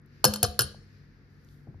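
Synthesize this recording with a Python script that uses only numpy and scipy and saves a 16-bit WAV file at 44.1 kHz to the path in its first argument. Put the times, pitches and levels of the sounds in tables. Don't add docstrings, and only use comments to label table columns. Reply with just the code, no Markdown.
import sys
import numpy as np
from scipy import signal
from scipy.fft import rfft, irfft
from scipy.io import wavfile
from scipy.ndimage import uniform_filter1d

SR = 44100
rng = np.random.default_rng(int(sys.argv[2]) if len(sys.argv) > 2 else 0)


def linear_from_db(decibels):
    return 10 ** (np.asarray(decibels, float) / 20)


def master_out(mix):
    frames = np.transpose(np.atleast_2d(mix))
    ceiling = np.clip(frames, -1, 1)
    pcm = np.round(ceiling * 32767).astype(np.int16)
    wavfile.write(sys.argv[1], SR, pcm)


N = 79380

# frequency in Hz, left over right in dB.
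SURROUND_BALANCE = [(60, -0.5), (130, 4.5), (290, -2.0), (640, 2), (1410, 8.5), (3100, 19), (6820, 4.5),
                    (15000, -4.5)]


def evened(x):
    return x / np.sqrt(np.mean(x ** 2) + 1e-20)


def read(points, hz):
    f, value = np.transpose(points)
    return np.interp(np.log(hz + 1), np.log(f + 1), value)


def add(mix, s, sound):
    part = mix[round(s * SR):][:len(sound)]
    part += sound[:len(part)]


def shaped(x, gain):
    spectrum = rfft(x)
    hz = np.fft.rfftfreq(x.shape[-1], 1 / SR)
    return irfft(spectrum * gain(hz), x.shape[-1])


def ports(x, balance):
    # frequency in Hz, lead of the left in radians.
    phase_lead = [(30, 0.), (170, 0.), (860, .5), (1030, -.1), (1400, -1.3), (2000, -.2), (3000, .5),
                  (5100, 1.1), (6000, -1.2), (6900, -2.), (8600, -3.2), (10300, -5.1), (12000, -6.3),
                  (13800, -7.7), (15500, -9.4)]

    def port(sign):
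        return shaped(x, lambda hz: linear_from_db(sign * read(balance, hz) / 2)
                      * np.exp(.5j * sign * read(phase_lead, hz)))

    return np.array([port(1), port(-1)])


def diffuse(common, apart):
    # frequency in Hz, common share of the power (0 to 1).
    common_share = [(60, 0.9), (200, .85), (500, 0.66), (1500, 0.15), (5000, 0.19), (7500, .8),
                    (9000, 0.83), (12000, .95)]
    same = lambda hz: np.clip(read(common_share, hz), 0, 1)
    shared = ports(shaped(common, lambda hz: np.sqrt(same(hz))), SURROUND_BALANCE)
    return shared + shaped(apart, lambda hz: np.sqrt(1 - same(hz)))


def contact(level_db, low_db, high_db, length, ring_db, favoured_hz):
    # frequency in Hz, relative level in dB, t60 in seconds.
    modes = [(466, -5.5, .05), (764.8, -14, .04), (1184, -9, .08), (1433, 1, .09), (1626, -6, 0.15),
             (2612, -16, .1), (2916, -7, .07), (2990, -9.5, .06), (3135, -9.5, 0.21), (3700, -17.5, .05),
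             (3960, -18.5, 0.48), (4310, -7.5, 0.13), (4390, -5.5, .07), (4680, -15, .1), (5270, -1.5, .14),
             (5920, -29.5, .09), (6200, -7.5, .08), (7100, -1.5, 0.098), (7700, -2.5, .07),
             (9600, 0.5, 0.19), (10200, -10.5, 0.017), (10600, -9, .05), (10440, -13.5, .06),
             (12100, -15, 0.023), (12400, -8.5, .03), (14200, -14.5, .05)]
    # frequency in Hz, relative level in dB per Hz.
    crack_colour = [(150, -34.5), (250, 10), (801, -14), (1040, -9), (1460, -2.5), (2080, -38),
                    (2710, -12.5), (3920, -15), (4280, -4.5), (4760, -3), (5390, -9), (7020, -8),
                    (8370, -15), (9810, -7.5), (11900, -9), (14200, -13.5), (17000, -52.5)]
    low_zone_hz, high_zone_hz = 2200, 8500
    crack_db, crack_cut_hz = 1.5, 590
    rattle_db, rattle_t60 = -15, 0.039
    wash_db, wash_t60 = -26.5, 0.22
    favour_db, favour_width, favour_s = 14, .05, .015
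    grip_db, grip_s = -7.5, 0.015
    rough, rough_s = .4, .008
    spot_db = 2.5
    t = np.arange(SR // 2) / SR

    def zone(hz):
        return np.where(hz < low_zone_hz, low_db, np.where(hz > high_zone_hz, high_db, 0.))

    push = t / length * np.exp(1 - t / length)
    rise = np.minimum(t / length, 1)
    noise = evened(shaped(rng.standard_normal(len(t)), lambda hz: linear_from_db(read(crack_colour, hz))))
    noise = shaped(noise, lambda hz: linear_from_db(zone(hz)))
    rattle = linear_from_db(rattle_db - 60 * t / rattle_t60) * rise
    wash = linear_from_db(wash_db - 60 * t / wash_t60) * rise
    crack = noise * (linear_from_db(crack_db) * push + rattle + wash)
    high_pass = signal.butter(N=2, Wn=crack_cut_hz, btype="high", fs=SR, output="sos")
    crack = signal.sosfilt(high_pass, crack)

    hz, db, t60 = np.transpose(modes)[:, :, None]
    spot, turn = rng.standard_normal(hz.shape), rng.random(hz.shape)
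    nearness = (np.log(hz / favoured_hz) / favour_width) ** 2
    boost_db = favour_db * np.exp(-nearness - t / favour_s)
    fade_db = -60 * t / t60 + grip_db * (1 - np.exp(-t / grip_s))
    ring_level = linear_from_db(db + zone(hz) + spot_db * spot + boost_db + fade_db)
    ring = ring_level * np.sin(2 * np.pi * (hz * t + turn))
    flutter = evened(uniform_filter1d(rng.standard_normal(ring.shape), round(rough_s * SR), axis=1))
    ring = ring * (1 - rough + rough * flutter)
    return linear_from_db(level_db) * (crack + linear_from_db(ring_db) * ring.sum(0) * rise)


def thud(db, hz, rise, t60):
    t = np.arange(SR // 2) / SR
    swell = 1 - np.exp(-(t / rise) ** 2)
    return linear_from_db(db - 60 * t / t60) * swell * np.sin(2 * np.pi * hz * t)


def tick(db, hz, width):
    u = np.pi * width * np.arange(600) / SR
    return linear_from_db(db) * u * np.exp(1 - u) * np.sin(2 * hz * u / width)


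def rumble(db, rise, t60, top_hz):
    t = np.arange(SR // 4) / SR
    noise = rng.standard_normal(len(t))
    noise = evened(shaped(noise, lambda hz: 1 / (1 + (hz / top_hz) ** 4) * (hz > 60)))
    return linear_from_db(db - 60 * t / t60) * np.minimum(t / rise, 1) * noise


def room(x):
    # frequency in Hz, t60 in seconds.
    decay = [(60, .3), (160, 0.22), (420, 0.46), (1100, .35), (2900, .35), (7700, 0.47), (14000, .25)]
    # frequency in Hz, level in dB.
    echo_level = [(60, -16), (300, -5), (1000, -13), (4000, -12.5), (14000, -31.5)]
    late_db, late_stretch = -29, 2.2
    taps = np.zeros((3, SR // 2 + 40))
    slots = np.arange(300, SR // 2, 20)
    at = slots + rng.integers(0, 20, (3, len(slots)))
    np.put_along_axis(taps, at, rng.choice([-1., 1.], at.shape), 1)
    hz, t, z = signal.stft(taps, SR, nperseg=256)
    fade_db = -60 * t / read(decay, hz)[:, None]
    z = z * (linear_from_db(fade_db) + linear_from_db(late_db + fade_db / late_stretch))
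    band_rms = np.sqrt((abs(z) ** 2).sum(2).mean(0) * 128 ** 2 / .75)
    z = z / band_rms[:, None] * linear_from_db(read(echo_level, hz))[:, None]
    echoes = signal.istft(z, SR, nperseg=256)[1]
    wet = signal.fftconvolve(x[None], echoes, axes=1)[:, :N]
    return diffuse(wet[0], wet[1:])


def hum():
    # frequency in Hz, level in dB before mixing, waver width in Hz.
    lines = [(48.8, -76, 6), (98.5, -55, 0.63), (143.7, -56.5, 6), (246, -72.5, 4)]
    steady_share = 0.71
    t, out = np.arange(N) / SR, np.zeros(N)
    for hz, db, width in lines:
        waver = rng.standard_normal(N)
        waver = evened(shaped(waver, lambda f: 1 / (1 + ((f - hz) / width) ** 2)))
        steady = np.sqrt(2) * np.sin(2 * np.pi * (hz * t + rng.random()))
        out += linear_from_db(db) * (steady_share * steady + (1 - steady_share) * waver)
    return ports(out, SURROUND_BALANCE)


def air():
    # frequency in Hz, relative level in dB per Hz.
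    colour = [(15, -44), (25, -23.5), (50, -2), (70, -8.5), (125, -12.5), (200, -12.5), (300, -17.5),
              (450, -22.5), (600, -33.5), (950, -35), (1700, -26.5), (2300, -34.5), (3200, -46.5),
              (4800, -38), (6300, -49), (8500, -64), (11500, -56.5), (13800, -60.5), (15000, -73),
              (17000, -82)]
    # time in seconds, gain in dB.
    treble_drift = [(0, -10), (.08, -0.5), (.15, 7), (.8, 1.5), (.95, 6.5), (1.1, 1), (1.3, 0),
                    (1.45, -0.5), (1.6, -3.5), (1.7, -5), (1.8, -2)]
    # time in seconds, level in dB.
    hiss_swell = [(1.3, -90), (1.386, -92), (1.516, -74), (1.722, -96), (1.794, -106), (1.8, -81.5)]
    # lower edge in Hz, upper edge in Hz.
    hiss_low_hz, hiss_high_hz = (3000, 14000)
    air_db, treble_hz = -56.5, 2400
    a, t = rng.standard_normal((3, N)), np.arange(N) / SR
    both = diffuse(a[0], a[1:])
    noise = linear_from_db(air_db) * evened(shaped(both, lambda hz: linear_from_db(read(colour, hz))))
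    treble = shaped(noise, lambda hz: 1 / (1 + (treble_hz / (hz + 1)) ** 4))
    noise = noise + treble * (linear_from_db(np.interp(t, *np.transpose(treble_drift))) - 1)
    hiss = evened(shaped(both, lambda hz: (hz > hiss_low_hz) * (hz < hiss_high_hz)))
    return noise + hiss * linear_from_db(np.interp(t, *np.transpose(hiss_swell), left=-130))


def scene():
    # start in seconds, level in dB, low zone in dB, high zone in dB,
    # contact length in seconds, ring in dB, favoured pitch in Hz.
    contacts = [(.2427, -8, 0, -1.5, 0.00083, -10.5, 4380), (.2512, -12, 0.5, 6, 0.00069, -9, 5270),
                (.2555, -22.5, -1.5, -5.5, 0.0016, -6.5, 4390), (.3365, -26.5, -3, 1, .0012, -4.5, 4358),
                (.3585, -34, 1.5, 1.5, .0012, -2.5, 4295), (.4290, -15.5, -4.5, 6, 0.0013, -9, 5270),
                (.4400, -20.5, -3.5, -11, 0.0011, -6.5, 4298), (.4450, -29, -2, -10.5, 0.0019, -11, 4802),
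                (.4500, -30.5, 6.5, -11.5, .0012, -8, 3135), (.5914, -17, 0.5, 4.5, 0.0011, -4, 4240),
                (.6070, -23, -3, 1.5, 0.0012, -6.5, 3000), (.6170, -27, -0.5, 0, 0.0016, -7, 4300),
                (.6320, -39.5, -3.5, -10.5, 0.00042, -6.5, 4286), (.6420, -42, -13, -9, 0.00077, -17, 4080)]
    # start in seconds, level in dB, pitch in Hz,
    # rise in seconds, t60 in seconds.
    thuds = [(.247, -9, 139.4, 0.011, 0.07), (.255, -25.5, 209, 0.016, 0.97),
             (.257, -17, 507.5, 0.0047, 0.088), (.244, -20.5, 846, .004, .05),
             (.285, -13.5, 86.3, 0.0073, 0.058), (.432, -13, 102.6, 0.0047, 0.068),
             (.43, -23.5, 716.6, 0.0013, 0.14), (.436, -13.5, 484.7, .006, 0.051),
             (.48, -23, 71.5, 0.0059, 0.11), (.595, -18.5, 118.8, .012, .12),
             (.595, -21, 460.4, 0.01, 0.053), (.64, -37.5, 455, .005, .07),
             (.63, -40.5, 206.3, 0.016, 0.77), (.64, -21, 79.8, 0.0051, 0.067),
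             (1.67, -36, 330, .003, 0.037), (1.675, -43.5, 517.5, 0.0047, 0.023),
             (1.69, -32, 138.9, 0.0031, .08), (1.75, -37, 90, .006, 0.1)]
    # start in seconds, level in dB, pitch in Hz, resonance width in Hz.
    ticks = [(.018, -62, 10980, 5030), (.062, -50, 12100, 8440), (.746, -43, 688, 495),
             (1.448, -55, 6200, 2000), (1.4481, -57, 12640, 3000), (1.4885, -51.5, 4174, 1980),
             (1.744, -49, 713, 503)]
    # start in seconds, level in dB, rise in seconds,
    # t60 in seconds, top of the noise in Hz.
    rumbles = [(1.668, -46.5, 0.0042, 0.13, 547), (1.68, -41, 0.0071, 0.27, 222.7),
               (1.748, -47.5, 0.0098, 0.19, 252.4)]
    # frequency in Hz, left over right in dB.
    direct_balance = [(60, 4), (400, 2.5), (1000, 7), (1400, -5.5), (2100, 2.5), (4500, 4), (6000, 3.5),
                      (7000, 3), (9000, 2), (15000, -2.5)]
    near_cut_hz = 49
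    near = np.zeros(N)
    for table, source in ((contacts, contact), (thuds, thud), (ticks, tick), (rumbles, rumble)):
        for s, *row in table:
            add(near, s, source(*row))
    near = shaped(near, lambda hz: 1 / (1 + (near_cut_hz / (hz + 1)) ** 4))
    return ports(near, direct_balance) + room(near) + hum() + air()


def low_pass(x):
    return signal.sosfilt(signal.butter(12, 17110, fs=SR, output="sos"), x)


def record(dry):
    low_cut_hz, ceiling = 38, 1.1
    high_pass = signal.butter(N=2, Wn=low_cut_hz, btype="high", fs=SR, output="sos")
    cut = signal.sosfilt(high_pass, dry)
    return low_pass(ceiling * np.tanh(cut / ceiling))


dry = scene()
out = record(dry)
master_out(out)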